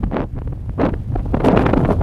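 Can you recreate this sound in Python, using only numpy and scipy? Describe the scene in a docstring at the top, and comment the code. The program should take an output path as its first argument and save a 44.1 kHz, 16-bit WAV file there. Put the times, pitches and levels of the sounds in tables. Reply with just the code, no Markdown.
"""A harbour quay in a storm, the wind blowing straight onto a small bare microphone.
Faint behind: a far wash of wind and choppy water, and air hissing past the port, as coloured noise.
Close: large slow eddies rumble as low noise held at a level; thumps are swings that sag in pitch.
On the microphone itself: bright ticks, snaps of decaying pressure, and gusts torn into small eddies,
heard as lumpy, crackling noise under level curves. The port's own resonance lifts hiss and wash."""
import sys
import numpy as np
from scipy import signal
from scipy.fft import rfft, irfft, next_fast_len
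from scipy.io import wavfile
from scipy.ndimage import uniform_filter1d

SR = 44100
rng = np.random.default_rng(int(sys.argv[2]) if len(sys.argv) > 2 else 0)


def output_pcm(signal):
    """Save a mono or channel-first signal as 16-bit PCM at the path in sys.argv[1].

    Samples are clipped to [-1, 1] before scaling.
    """
    pcm = np.clip(np.atleast_2d(signal).T, -1, 1) * 32767
    wavfile.write(sys.argv[1], SR, np.round(pcm).astype(np.int16))


N = 89346  # length in samples


def amp(db):
    """dB to gain."""
    return 10 ** (np.asarray(db) / 20)


def rms_one(x):
    """Scale to rms 1."""
    return x / np.sqrt(np.mean(x ** 2) + 1e-20)


def in_time(rows):
    """Columns of a table as curves, one value per sample."""
    times, *columns = np.transpose(rows)
    return [np.interp(np.arange(N) / SR, times, column) for column in columns]


def local_power(x, span_s):
    """Power of a sound, smoothed twice over a short span."""
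    span = int(span_s * SR)
    return uniform_filter1d(uniform_filter1d(x ** 2, span), span)


def drift(rate_hz):
    """Slow chance: low-passed noise with spread about 1, its extremes rounded."""
    pole = np.exp(-2 * np.pi * rate_hz / SR)
    noise = rng.standard_normal(N + SR)
    slow = signal.lfilter([1], [1, -2 * pole, pole * pole], noise)[SR:]  # first second settles the filter
    return 2 * np.tanh(rms_one(slow) / 2)


LUMP_SPAN_S = 0.027  # lumps even out over this time


def flutter(rate_hz):
    """Chance whose slow part is taken out, so that it only flutters."""
    x = drift(rate_hz)
    return rms_one(x - uniform_filter1d(x, int(LUMP_SPAN_S * SR)))


def coloured(x, colour):
    """Filter by a colour table, keeping the power of white noise."""
    size = next_fast_len(N + SR // 4)
    table_hz, table_db = np.transpose(colour)
    hz = np.arange(size // 2 + 1) * SR / size
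    gain = amp(np.interp(np.log(hz + 1), np.log(table_hz), table_db))
    return irfft(rfft(x, size) * rms_one(gain), size)[:N]


EVEN_S = 0.0076  # turbulence holds its level over this time


def turbulence(level, lumps_db, colour):
    """White pressure noise, evened as heard through its colour, swelling in lumps, then coloured."""
    white = rng.standard_normal(N)
    even = white / np.sqrt(local_power(coloured(white, colour), EVEN_S))
    return coloured(even * level * rms_one(amp(lumps_db)), colour)


# colour of the distant wind and water: f/Hz, relative level/dB
FAR_WASH_COLOUR = [(150, -11.5), (400, -52), (800, -48), (1700, -21), (3500, -35.5), (5500, -37.5),
                   (10000, -38.5), (12000, -38), (15500, -49)]
FAR_DB = -61.5


def far_wash():
    """Wind and choppy water far off blend into steady coloured noise."""
    return amp(FAR_DB) * coloured(rng.standard_normal(N), FAR_WASH_COLOUR)


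# air passing close by the port: t/s, level/dB
HISS_LEVEL = [(0.0, -60.5), (0.19, -70), (0.77, -63), (0.82, -55), (0.86, -64), (0.88, -61.5), (1.43, -57),
              (1.45, -35), (1.49, -42), (1.5, -66), (1.53, -49), (1.56, -67), (1.58, -54), (1.63, -46),
              (1.65, -70), (1.66, -47), (1.68, -51), (1.75, -54.5), (1.8, -47.5), (1.87, -55), (1.89, -46),
              (1.93, -44.5), (1.94, -53), (2.0, -55)]
# colour of that air: f/Hz, relative level/dB
HISS_TONE = [(3000, 8), (6000, -3), (8500, -6), (10000, -1), (11500, -12), (14000, -7.5), (15500, -11)]
HISS_LUMP_DB, HISS_LUMP_HZ = 2.5, 90  # depth and rate of its swelling


def hiss():
    """Air hissing past the port: bright turbulence that swells and sinks."""
    level = amp(in_time(HISS_LEVEL)[0])
    return turbulence(level, HISS_LUMP_DB * drift(HISS_LUMP_HZ), HISS_TONE)


# large eddies at the microphone: t/s, level/dB
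RUMBLE_LEVEL = [(0.0, -24), (0.03, -20.5), (0.05, -15.5), (0.17, -36), (0.22, -19), (0.3, -35), (0.35, -20),
                (0.44, -28.5), (0.47, -19.5), (0.56, -28), (0.68, -25.5), (0.7, -15.5), (0.72, -28),
                (0.83, -23.5), (0.88, -21), (0.9, -30), (0.93, -17.5), (0.96, -24), (1.01, -22.5),
                (1.05, -31.5), (1.08, -20.5), (1.2, -17.5), (1.22, -24.5), (1.34, -18.5), (1.47, -25),
                (1.57, -20.5), (1.73, -21.5), (1.77, -17.5), (1.79, -24), (1.92, -19), (1.94, -21),
                (2.0, -15.5)]
# colour of the large eddies: f/Hz, relative level/dB
RUMBLE_TONE = [(12, -37), (22, -10), (40, 0), (60, -4), (110, -3), (170, -14.5), (300, -24.5), (600, -84.5)]
RUMBLE_SPAN_S = 0.024  # the rumble holds its level over this time


def rumble():
    """Large eddies rolling over the microphone: low noise, evened, under a smoothed level curve."""
    roll = coloured(rng.standard_normal(N), RUMBLE_TONE)
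    even = roll / np.sqrt(local_power(roll, RUMBLE_SPAN_S))
    level = amp(in_time(RUMBLE_LEVEL)[0])
    return even * uniform_filter1d(level, int(RUMBLE_SPAN_S * SR) // 2)


# heavy thumps in the port: centre t/s, pitch at the centre f/Hz, peak level/dB
THUMP_EVENTS = [(0.039, 216, -13), (0.84, 290, -11), (1.473, 255, -5), (1.539, 184, -8.5), (1.84, 140, -11)]
THUMP_CYCLES, THUMP_SAG_PER_CYCLE = 1.05, 0.075  # spread of the bell in cycles, share of pitch lost


def thumps():
    """A big eddy rocks the air in the port for a few swings that slow down."""
    centre_s, hz, db = np.transpose(THUMP_EVENTS)[:, :, None]
    turns = (np.arange(N) / SR - centre_s) * hz
    sagging = turns - THUMP_SAG_PER_CYCLE * turns ** 2 / 2
    swing = np.sin(2 * np.pi * (sagging + rng.random(centre_s.shape)))
    bell = np.exp(-(turns / THUMP_CYCLES) ** 2 / 2)
    return np.sum(amp(db) * bell * swing, axis=0)


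# sharp ticks in the strongest gusts: t/s, level before colouring/dB
TICK_EVENTS = [(0.8225, -42), (0.864, -33), (1.4482, -22), (1.471, -18.5), (1.485, -14), (1.5734, -27.5),
               (1.593, -23), (1.604, -41), (1.6237, -27), (1.658, -34), (1.776, -28)]
# colour of the ticks: f/Hz, relative level/dB
TICK_TONE = [(1000, -27), (2500, 16.5), (5000, 4.5), (8000, -7.5), (10000, -0.5), (12000, -22),
             (15500, -16)]
TICK_S = 0.00028  # decay time


def ticks():
    """Very short bright bursts: noise that dies away at once."""
    out = np.zeros(N + 200)
    decay = np.exp(-np.arange(200) / SR / TICK_S)
    for (start_s, db), noise in zip(TICK_EVENTS, rng.standard_normal((len(TICK_EVENTS), 200))):
        i = int(start_s * SR)
        out[i:i + 200] += amp(db) * noise * decay
    return coloured(out[:N], TICK_TONE)


# the sharpest eddies snap the diaphragm: t/s, peak level without raggedness/dB
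SNAP_EVENTS = [(0.0343, -18), (0.04, -17.5), (0.1142, -19.5), (0.1442, -10), (0.1683, -3), (0.183, -13),
               (0.2047, -13), (0.218, -13.5), (0.24, -17.5), (0.3887, -20.5), (0.4763, -24.5),
               (0.695, -25.5), (0.838, -12), (0.851, -9), (0.9337, -29), (0.9405, -27), (1.141, -28),
               (1.1586, -15.5), (1.1865, -25), (1.1952, -19.5), (1.3495, -9.5), (1.3743, -30),
               (1.42, -15.5), (1.4446, -13.5), (1.4858, -1), (1.501, -7), (1.5214, -10), (1.5671, -12),
               (1.6116, -12), (1.693, -7), (1.7785, -8), (1.8498, -8), (1.9077, -7)]
# colour of the snaps: f/Hz, relative level/dB
SNAP_TONE = [(200, -8.5), (600, 4), (1500, -4), (3000, -15), (6000, -32), (12000, -72)]
SNAP_S, SNAP_RAGGED = 0.00031, 0.86  # decay time of the kink, strength of chance in it


def snaps():
    """Each snap is a sudden push or pull of pressure with a ragged edge."""
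    out = np.zeros(N + 200)
    kink = np.exp(-np.arange(200) / SR / SNAP_S)
    for (start_s, db), noise in zip(SNAP_EVENTS, rng.standard_normal((len(SNAP_EVENTS), 201))):
        i = int(start_s * SR)
        push_or_pull = np.sign(noise[0])
        out[i:i + 200] += amp(db) * push_or_pull * kink * (1 + SNAP_RAGGED * noise[1:])
    # one smooth kink sets the scale of the peaks
    smooth = np.zeros(N)
    smooth[N // 2:N // 2 + 200] = kink
    return coloured(out[:N], SNAP_TONE) / np.max(coloured(smooth, SNAP_TONE))


# slow rise and fall of the gusts at the port, beneath the single buffets:
# t/s, body level/dB, sharp edge level/dB
GUST_LEVELS = [(0, -44, -92), (.1, -42.5, -70), (.15, -21, -53), (.23, -46, -59), (.27, -44.5, -78),
               (.33, -54, -61), (.5, -45, -64), (.66, -47, -64.5), (.77, -45.5, -72), (.8, -39, -46),
               (.88, -20, -48), (.92, -34.5, -72), (1.06, -46.5, -64), (1.2, -40, -66), (1.32, -35, -60),
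               (1.43, -25, -72), (1.5, -15.5, -41), (1.62, -22, -25.5), (1.72, -20.5, -75),
               (1.82, -19.5, -69), (1.93, -30, -51), (1.97, -32, -69), (2.02, -24, -81)]
# single buffets: centre t/s, length t/s, body level/dB, sharp edge relative to the body level/dB
BUFFET_EVENTS = [(0.037, 0.012, -21.5, -16.5), (0.07, 0.0043, -34, -10.5), (0.135, 0.021, -22, -14),
                 (0.168, 0.023, -18, -14), (0.184, 0.027, -24.5, -12), (0.202, 0.028, -19, -17),
                 (0.227, 0.014, -24, -14.5), (0.24, 0.018, -24.5, -31), (0.376, 0.022, -29, -17),
                 (0.419, 0.0038, -29, -13), (0.477, 0.0066, -28.5, -47), (0.529, 0.0067, -25.5, -27),
                 (0.798, 0.017, -14.5, -23.5), (0.812, 0.024, -16, -9.5), (0.837, 0.038, -15.5, -14.5),
                 (0.862, 0.019, -13.5, -10), (0.894, 0.015, -20.5, -13), (0.938, 0.0078, -20.5, -12),
                 (1.124, 0.017, -32.5, -23.5), (1.16, 0.0077, -18, -27), (1.194, 0.025, -34, -12),
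                 (1.26, 0.0047, -21.5, -48), (1.343, 0.012, -13, -19), (1.372, 0.0069, -14.5, -14.5),
                 (1.408, 0.014, -19.5, -10), (1.445, 0.0088, -7.5, -14.5), (1.478, 0.042, -11.5, -15.5),
                 (1.516, 0.017, -17.5, -5.5), (1.54, 0.019, -16, -34), (1.57, 0.025, -19, -4),
                 (1.58, 0.015, -13, -7), (1.607, 0.085, -17, -25), (1.624, 0.014, -22, -9),
                 (1.663, 0.019, -13.5, -7), (1.7, 0.023, -20.5, -9.5), (1.736, 0.01, -13.5, -11),
                 (1.763, 0.011, -22.5, -28.5), (1.774, 0.0069, -5.5, -15), (1.794, 0.0018, -7, -26),
                 (1.808, 0.0073, -23, -9.5), (1.85, 0.023, -20.5, -11.5), (1.869, 0.0088, -15, -30),
                 (1.891, 0.0039, -11, -26), (1.908, 0.02, -10.5, -18), (1.925, 0.048, -20.5, -44),
                 (2.013, 0.008, -15, -18)]
# colour of the thudding body: f/Hz, relative level/dB
BODY_TONE = [(40, -59), (100, -8.5), (180, -4), (280, -3), (500, -8.5), (800, -15), (1300, -26.5),
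             (2500, -58), (5000, -81)]
# colour of the sharp edges: f/Hz, relative level/dB
EDGE_TONE = [(500, 0), (1000, 2.5), (1500, -0.5), (2500, -8.5), (4000, -25), (6000, -59), (9000, -59),
             (15000, -73)]
# colour of the crackle: f/Hz, relative level/dB
CRACKLE_TONE = [(2000, 6), (4000, 6), (6000, -6.5), (8500, -14.5), (10000, -26.5), (12000, -31),
                (15500, -23)]
LUMP_DB, LUMP_HZ = 4, 146  # eddies come in lumps: depth in the body, and rate
EDGE_LUMP_DB, EDGE_OWN_DB, EDGE_OWN_HZ = 3.5, 5.5, 250  # edges: shared depth, own depth and rate
CRACKLE_DB, CRACKLE_GROWTH = -46.5, 1.48  # level at an edge of -27.5 dB; grows faster than the edge
CRACKLE_LUMP_DB, CRACKLE_LUMP_HZ = 7.5, 247  # crackle's own lumps: depth and rate


def buffeting():
    """Small eddies of the gusts: thudding body, sharp edges and crackle share lumps; buffets are bells."""
    body_db, edge_db = in_time(GUST_LEVELS)
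    centre_s, length_s, db, sharp_db = np.transpose(BUFFET_EVENTS)[:, :, None]
    bells = np.exp(-4 * ((np.arange(N) / SR - centre_s) / length_s) ** 2)  # in power
    body = np.sqrt(amp(body_db) ** 2 + np.sum(amp(db) ** 2 * bells, axis=0))
    edge = np.sqrt(amp(edge_db) ** 2 + np.sum(amp(db + sharp_db) ** 2 * bells, axis=0))
    crackle = amp(CRACKLE_DB) * (edge / amp(-27.5)) ** CRACKLE_GROWTH

    lumps = flutter(LUMP_HZ)
    edge_lumps = EDGE_LUMP_DB * lumps + EDGE_OWN_DB * flutter(EDGE_OWN_HZ)
    crackle_lumps = EDGE_LUMP_DB * lumps + CRACKLE_LUMP_DB * flutter(CRACKLE_LUMP_HZ)
    return (turbulence(body, LUMP_DB * lumps, BODY_TONE)
            + turbulence(edge, edge_lumps, EDGE_TONE)
            + turbulence(crackle, crackle_lumps, CRACKLE_TONE))


def scene():
    """All of it reaches one microphone, from the far wash to the gusts at the port."""
    return (far_wash() + hiss() + rumble() + thumps() + ticks() + snaps() + buffeting())[None]


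OVERLOAD = .97  # ceiling that rounded peaks approach, full scale 1
CUTOFF_HZ = 15700  # from here up the treble is 50 dB down


def record(dry):
    """The microphone's signal: a 4 ms fade-in, peaks rounded by overload, the top cut."""
    dry = dry * np.minimum(np.arange(N) / (.004 * SR), 1)
    rounded = dry / (1 + (dry / OVERLOAD) ** 4) ** .25
    top_cut = signal.cheby2(18, 50, CUTOFF_HZ, fs=SR, output="sos")
    return signal.sosfilt(top_cut, rounded)


dry = scene()
out = record(dry)
output_pcm(out)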